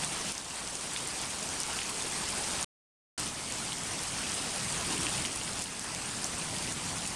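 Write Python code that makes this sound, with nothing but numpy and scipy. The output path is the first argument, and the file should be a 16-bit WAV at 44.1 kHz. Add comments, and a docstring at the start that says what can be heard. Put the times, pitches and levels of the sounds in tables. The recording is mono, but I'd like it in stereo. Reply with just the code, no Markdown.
"""Heavy, steady rain on a forest: fat drops slap on wet stone close by and echo off the trees.
Behind them small drops patter on leaves, bubbles ring in puddles and the canopy blurs into a wide wash.
Underneath lie a faint hum and a low rumble that slowly grows and surges a few times.
The sharpest drops trip the gain control, which creeps back up; the sound cuts out for half a second."""
import sys
import numpy as np
from scipy import signal
from scipy.fft import rfft, irfft
from scipy.io import wavfile
from scipy.ndimage import uniform_filter1d, minimum_filter1d

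SR = 44100
rng = np.random.default_rng(int(sys.argv[2]) if len(sys.argv) > 2 else 0)


def persist_wave(psi):
    """Save psi, clipped to +-1, as 16-bit WAV."""
    counts = np.round(np.clip(psi, -1, 1) * 32767).astype(np.int16)
    wavfile.write(sys.argv[1], SR, np.atleast_2d(counts).T)


N = 315315
TIME = np.arange(N) / SR

# treble response of the microphones: f/Hz, gain/dB
MIC_TREBLE = [(4000, 2), (7500, 0.5), (8900, 5), (9400, 5.5), (10000, 0), (11500, -8), (12500, -12.5),
              (13100, -17), (14500, -16), (16000, -38.5)]


def gain_of(db):
    """Decibels as an amplitude factor."""
    return 10 ** (np.asarray(db) / 20)


def unit_rms(x):
    """Scales to rms 1."""
    return x / np.sqrt(np.mean(x ** 2) + 1e-20)


def curve_at(points, hz):
    """Reads a spectrum table on a log-frequency axis."""
    f, value = np.transpose(points)
    return np.interp(np.log(hz + 1), np.log(f + 1), value)


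def fader(points):
    """A gain ride through points of t/s, level/dB."""
    return gain_of(np.interp(TIME, *np.transpose(points)))


def add(mix, start_s, sound):
    """Mixes a stereo sound in at start_s."""
    part = mix[:, max(round(start_s * SR), 0):][:, :sound.shape[1]]
    part += sound[:, :part.shape[1]]


def bell_db(hz, centre_hz, octaves):
    """An EQ bell, 3 dB down at the given distance from its centre."""
    return np.maximum(-3 * (np.log2((hz + 1) / centre_hz) / octaves) ** 2, -80)


def grid(size):
    """Frame times (a column) and bin frequencies for short-time spectra."""
    hop = size // 4
    return np.arange(N // hop + 6)[:, None] * hop / SR, np.fft.rfftfreq(size, 1 / SR)


def shaped_noise(field_db, coherence):
    """Stereo noise of rms 1 that follows a frames x bins level field; coherence 1 is mono."""
    a, b, c, d = rng.standard_normal((4,) + field_db.shape)
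    size = 2 * (field_db.shape[1] - 1)
    left = a + 1j * b
    right = coherence * left + np.sqrt(1 - coherence ** 2) * (c + 1j * d)
    spectra = (np.array([left, right]) * gain_of(field_db)).swapaxes(1, 2)
    return unit_rms(signal.istft(spectra, nperseg=size, noverlap=size * 3 // 4)[1][:, :N])


def running_rms(x):
    """Level of both channels over a millisecond and a half."""
    power = uniform_filter1d(np.mean(x ** 2, axis=0), size=66, mode="constant")
    return np.sqrt(abs(power) + 1e-12)


def stereo_tilt_and_comb(x, comb_db=3, comb_hz=3900, tooth_spacing_hz=100.7):
    """The left side is a little brighter; a fine comb filter colours the hiss near 4 kHz."""
    # stereo tilt: f/Hz, left minus right/dB
    imbalance = [(100, -.5), (800, 0.5), (1400, -1), (2400, 1.6), (4000, 0), (7000, 1), (9000, 2),
                 (13000, 2)]
    hz = np.fft.rfftfreq(N, 1 / SR)
    depth_db = comb_db * gain_of(bell_db(hz, comb_hz, octaves=0.12))
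    teeth_db = depth_db * (np.cos(2 * np.pi * hz / tooth_spacing_hz) - .5)
    sides_db = np.array([[.5], [-.5]]) * curve_at(imbalance, hz)
    return irfft(rfft(x) * gain_of(teeth_db + sides_db), N)


def hum(centre_hz=56, width_hz=7, level_db=-60):
    """A faint low hum: a band of noise so narrow that it wavers."""
    t, hz = grid(size=8192)
    line_db = -20 * np.log10(1 + ((hz - centre_hz) / width_hz) ** 2)
    return gain_of(level_db) * shaped_noise(np.tile(line_db, (len(t), 1)), coherence=0.9)


def rumble(bed_hz=174, surge_sigma_s=0.083, trim_db=-1.5):
    """A dull far-off rumble that slowly grows, with a few surges, each at its own pitch."""
    # ride of the rumble bed: t/s, level/dB before trim
    bed_levels = [(0, -45), (.8, -51.5), (1.4, -48.5), (2.1, -49), (3.3, -44), (4.4, -47), (6.1, -43),
                  (7.15, -43.5)]
    # crests of the surges: t/s, level/dB before trim, f/Hz
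    surges = [(4.71, -41.5, 135), (4.97, -39, 243), (5.22, -44, 143), (6.72, -43.5, 220),
              (6.93, -41.5, 148)]
    t, hz = grid(size=2048)

    def roar(centre_hz):
        """Low noise around one pitch; distance cuts the upper side steeply."""
        band_db = bell_db(hz, centre_hz, octaves=np.where(hz < centre_hz, 1.0, 0.5))
        return shaped_noise(np.tile(band_db, (len(t), 1)), coherence=0.98)

    out = fader(bed_levels) * roar(bed_hz)
    for crest_s, level_db, centre_hz in surges:
        swell = np.exp(-.5 * ((TIME - crest_s) / surge_sigma_s) ** 2)
        out += gain_of(level_db) * swell * roar(centre_hz)
    return gain_of(trim_db) * out


def canopy_wash(level_db=-33.5, patchy_db=2.0, flicker_db=0.75):
    """Countless far drops merge into a hiss with small drifting patches."""
    # tone of the far rain: f/Hz, relative level/dB
    tone = [(15, -21.5), (45, -1), (130, 2.5), (300, 3.5), (520, 0.5), (820, 3.5), (1300, 1), (2000, -0.5),
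            (2800, 0.44), (4000, -2), (6000, 0), (8000, 3.5), (16000, -12.5)]
    # its stereo image: f/Hz, left-right coherence
    image = [(100, 0.98), (500, 0.81), (820, 0.92), (1500, 0.67), (2800, 0.69), (5000, 0.75), (6500, 0.31),
             (8000, -0.16), (14000, 0.077)]
    t, hz = grid(size=512)
    patches = uniform_filter1d(rng.standard_normal((len(t), len(hz))), size=12, axis=0)
    patches = unit_rms(uniform_filter1d(patches, size=5, axis=1))
    flicker = unit_rms(uniform_filter1d(rng.standard_normal(len(t)), size=12))[:, None]
    nearness = hz / (hz + 250)  # the lows come from farther off and are smoother
    texture_db = nearness * (patchy_db * patches + flicker_db * flicker)
    field_db = curve_at(tone, hz) + curve_at(MIC_TREBLE, hz) + texture_db
    return gain_of(level_db) * shaped_noise(field_db, curve_at(image, hz))


def bubbles(level_db=-43, spread_db=10, low_hz=550, high_hz=3600, ring_s=0.015, rise=0.042, count=150):
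    """Drops in puddles trap bubbles, which ring briefly and rise a little in pitch."""
    out, t = np.zeros((2, N)), np.arange(SR // 12) / SR
    for when, pitch, softness, side in rng.random((count, 4)):
        hz = low_hz * (high_hz / low_hz) ** pitch
        ring = np.sin(2 * np.pi * hz * t * (1 + rise * t / t[-1])) * np.exp(-t / ring_s)
        sides = np.sqrt([[.5 + side], [1.5 - side]])
        add(out, when * N / SR, gain_of(level_db - spread_db * softness) * sides * ring)
    return out


def splash(centre_hz, slap_s=0.00022, grit=1.0, spray=0.16, spray_s=0.0011, octaves=0.46, crack_db=2):
    """One drop, peak 1: a slap a few cycles long, then spray that scatters to each side."""
    size = 512
    t, hz = np.arange(size) / SR, np.fft.rfftfreq(size, 1 / SR)
    slap = np.cos(2 * np.pi * (centre_hz * t + rng.random())) + grit * rng.standard_normal(size)
    slap = slap * np.sqrt(t / slap_s) * np.exp(1 - t / slap_s)
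    scatter = 2 * spray * np.exp(-t / spray_s) * rng.standard_normal((2, size))
    # the drop's direction sets the lag between the microphones
    lag_s = 0.000498 + np.array([[-1], [1]]) * rng.normal(0, .000045)
    shelf_db = crack_db * np.clip((hz - 9500) / 3500, 0, 1)  # a hard surface adds top treble
    colour = gain_of(bell_db(hz, centre_hz, octaves) + shelf_db + curve_at(MIC_TREBLE, hz))
    drop = irfft(rfft(slap + scatter) * colour * np.exp(-2j * np.pi * hz * lag_s))
    return drop / abs(drop).max()


def patter(per_s, level_db, spread_db, low_hz, high_hz, largest, surfaces=48):
    """Drops of all sizes at random moments; each kind of leaf or puddle has its own pitch and side."""
    lands = rng.random(N) < per_s / SR
    bulk = np.minimum(rng.exponential(1, N), largest)
    hits = gain_of(spread_db * bulk) * lands
    surface = rng.integers(0, surfaces, N)
    out = np.zeros((2, N))
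    for k, hz in enumerate(np.linspace(low_hz, high_hz, surfaces)):
        sides = gain_of(np.array([[1], [-1]]) * rng.normal(0, 4.5))
        out += sides * signal.oaconvolve((hits * (surface == k))[None], splash(hz), axes=1)[:, :N]
    return gain_of(level_db) * unit_rms(out)


def forest_echo(x):
    """A short diffuse echo from trunks and ground, different on each side."""
    # decay among the trees: f/Hz, T60/s
    decay_times = [(500, 0.29), (3000, 0.31), (9000, 0.13)]
    hz, t, spectra = signal.stft(rng.standard_normal((2, 8192)), SR, nperseg=256)
    decay = gain_of(-60 * t / curve_at(decay_times, hz)[:, None])
    tail = signal.istft(spectra * decay, SR, nperseg=256)[1]
    return signal.oaconvolve(x, tail / np.linalg.norm(tail[0]), axes=1)[:, :N]


def branch_drips(per_s, level_db, spread_db, low_hz, high_hz, pan_db=1.0, pan_spread_db=7, count=700):
    """Lesser fat drops fall from the branches at random: a cue list for close_drops."""
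    when, softness, pitch, side, chance = rng.random((count, 5)).T
    cues = np.transpose([when * N / SR,
                         level_db - spread_db * softness,
                         low_hz + (high_hz - low_hz) * pitch,
                         pan_db + pan_spread_db * (2 * side - 1)])
    return cues[chance < per_s * N / SR / count]


def close_drops(cues, droplet_db=-4, scatter_s=0.019, droplets=4):
    """Fat drops plop on water and leaves or splat on stone; each throws droplets that land just after."""
    out = np.zeros((2, N))
    for start_s, level_db, hz, pan_db in cues:
        drop = splash(hz, slap_s=0.00065, grit=1.7, spray=.42, octaves=0.54, crack_db=1.0)
        drop = drop * gain_of(np.array([[pan_db], [-pan_db]]) / 2)
        add(out, start_s, gain_of(level_db) * drop / running_rms(drop).max())
        for wait, pitch, softness in rng.random((droplets, 3)):
            droplet = gain_of(level_db + droplet_db - 6 * softness) * splash(hz * (.8 + .5 * pitch))
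            add(out, start_s + 0.0027 + scatter_s * wait, droplet)
    return out


def scene():
    """The rain bed follows the downpour; fat drops and their echo sit on top, rumble and hum below."""
    # how hard it rains: t/s, gain/dB
    downpour = [(0, -0.5), (.8, -1.1), (1.7, -1), (2.5, 1), (4, -0.86), (5.2, 0.8), (5.8, -0.6),
                (7.15, -0.5)]
    # the loudest close drops: t/s, level/dB, f/Hz, left minus right/dB
    hero_drops = [(0.036, -23.5, 3440, 0), (0.046, -21.5, 7000, -2), (0.321, -17, 7460, 1),
                  (0.379, -20, 6500, 5), (0.962, -21, 3530, 0), (0.972, -22.5, 6500, 2),
                  (1.602, -22.5, 7840, 4), (1.789, -22, 2890, 9.5), (2.627, -20, 6830, 0),
                  (3.196, -22.5, 8000, 4.5), (3.266, -27, 3350, 6), (3.276, -19.5, 6030, -2),
                  (3.522, -24, 6560, 2), (3.721, -26, 3000, 5), (3.73, -22, 6060, 0),
                  (4.724, -25.5, 6600, 3), (5.067, -27, 2870, -2), (5.251, -25, 3150, 14),
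                  (5.262, -19, 6800, -2), (5.359, -25, 7840, 0), (5.434, -22, 6900, 2),
                  (5.477, -28, 3350, -2), (5.621, -17.5, 6350, 0), (6.243, -22, 6200, 0),
                  (6.382, -24.5, 8400, 3), (6.723, -20.5, 7960, 3), (6.968, -24, 7100, 1),
                  (7.075, -23, 7960, -0.5)]
    leaves = patter(per_s=1100, level_db=-38.5, spread_db=2.5, low_hz=3980, high_hz=9340, largest=3.8)
    puddles = patter(per_s=200, level_db=-49.5, spread_db=2.0, low_hz=2180, high_hz=3850, largest=3.5)
    rain_bed = (canopy_wash() + leaves + puddles + bubbles()) * fader(downpour)
    splats = branch_drips(per_s=6.5, level_db=-25.5, spread_db=1.5, low_hz=5800, high_hz=8600)
    plops = branch_drips(per_s=3.2, level_db=-29, spread_db=5.5, low_hz=2500, high_hz=3400)
    drops = close_drops([*hero_drops, *splats, *plops])
    return rain_bed + drops + gain_of(-10) * forest_echo(drops) + rumble() + hum()


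def record(dry, ceiling_db=-23.2, recovery_s=0.64, mute_from_s=2.6455, mute_to_s=3.178, cutoff_hz=15850):
    """Drops over the ceiling duck the gain at once and it recovers slowly; then a dropout and high cut."""
    x = stereo_tilt_and_comb(dry)
    over_db = np.maximum(20 * np.log10(running_rms(x)) - ceiling_db, 0)
    release = np.exp(-TIME / recovery_s)  # lets go quickly at first, then ever more slowly
    duck_db = np.maximum.accumulate(over_db / release) * release
    gain = minimum_filter1d(gain_of(-duck_db), size=70)  # looks ahead by almost a millisecond
    live = (TIME < mute_from_s) | (TIME > mute_to_s)
    x = x * uniform_filter1d(gain * live, size=40)
    high_cut = signal.firwin(511, cutoff_hz, window=("kaiser", 9), fs=SR)
    return signal.oaconvolve(x, high_cut[None], "same")


dry = scene()
out = record(dry)
persist_wave(out)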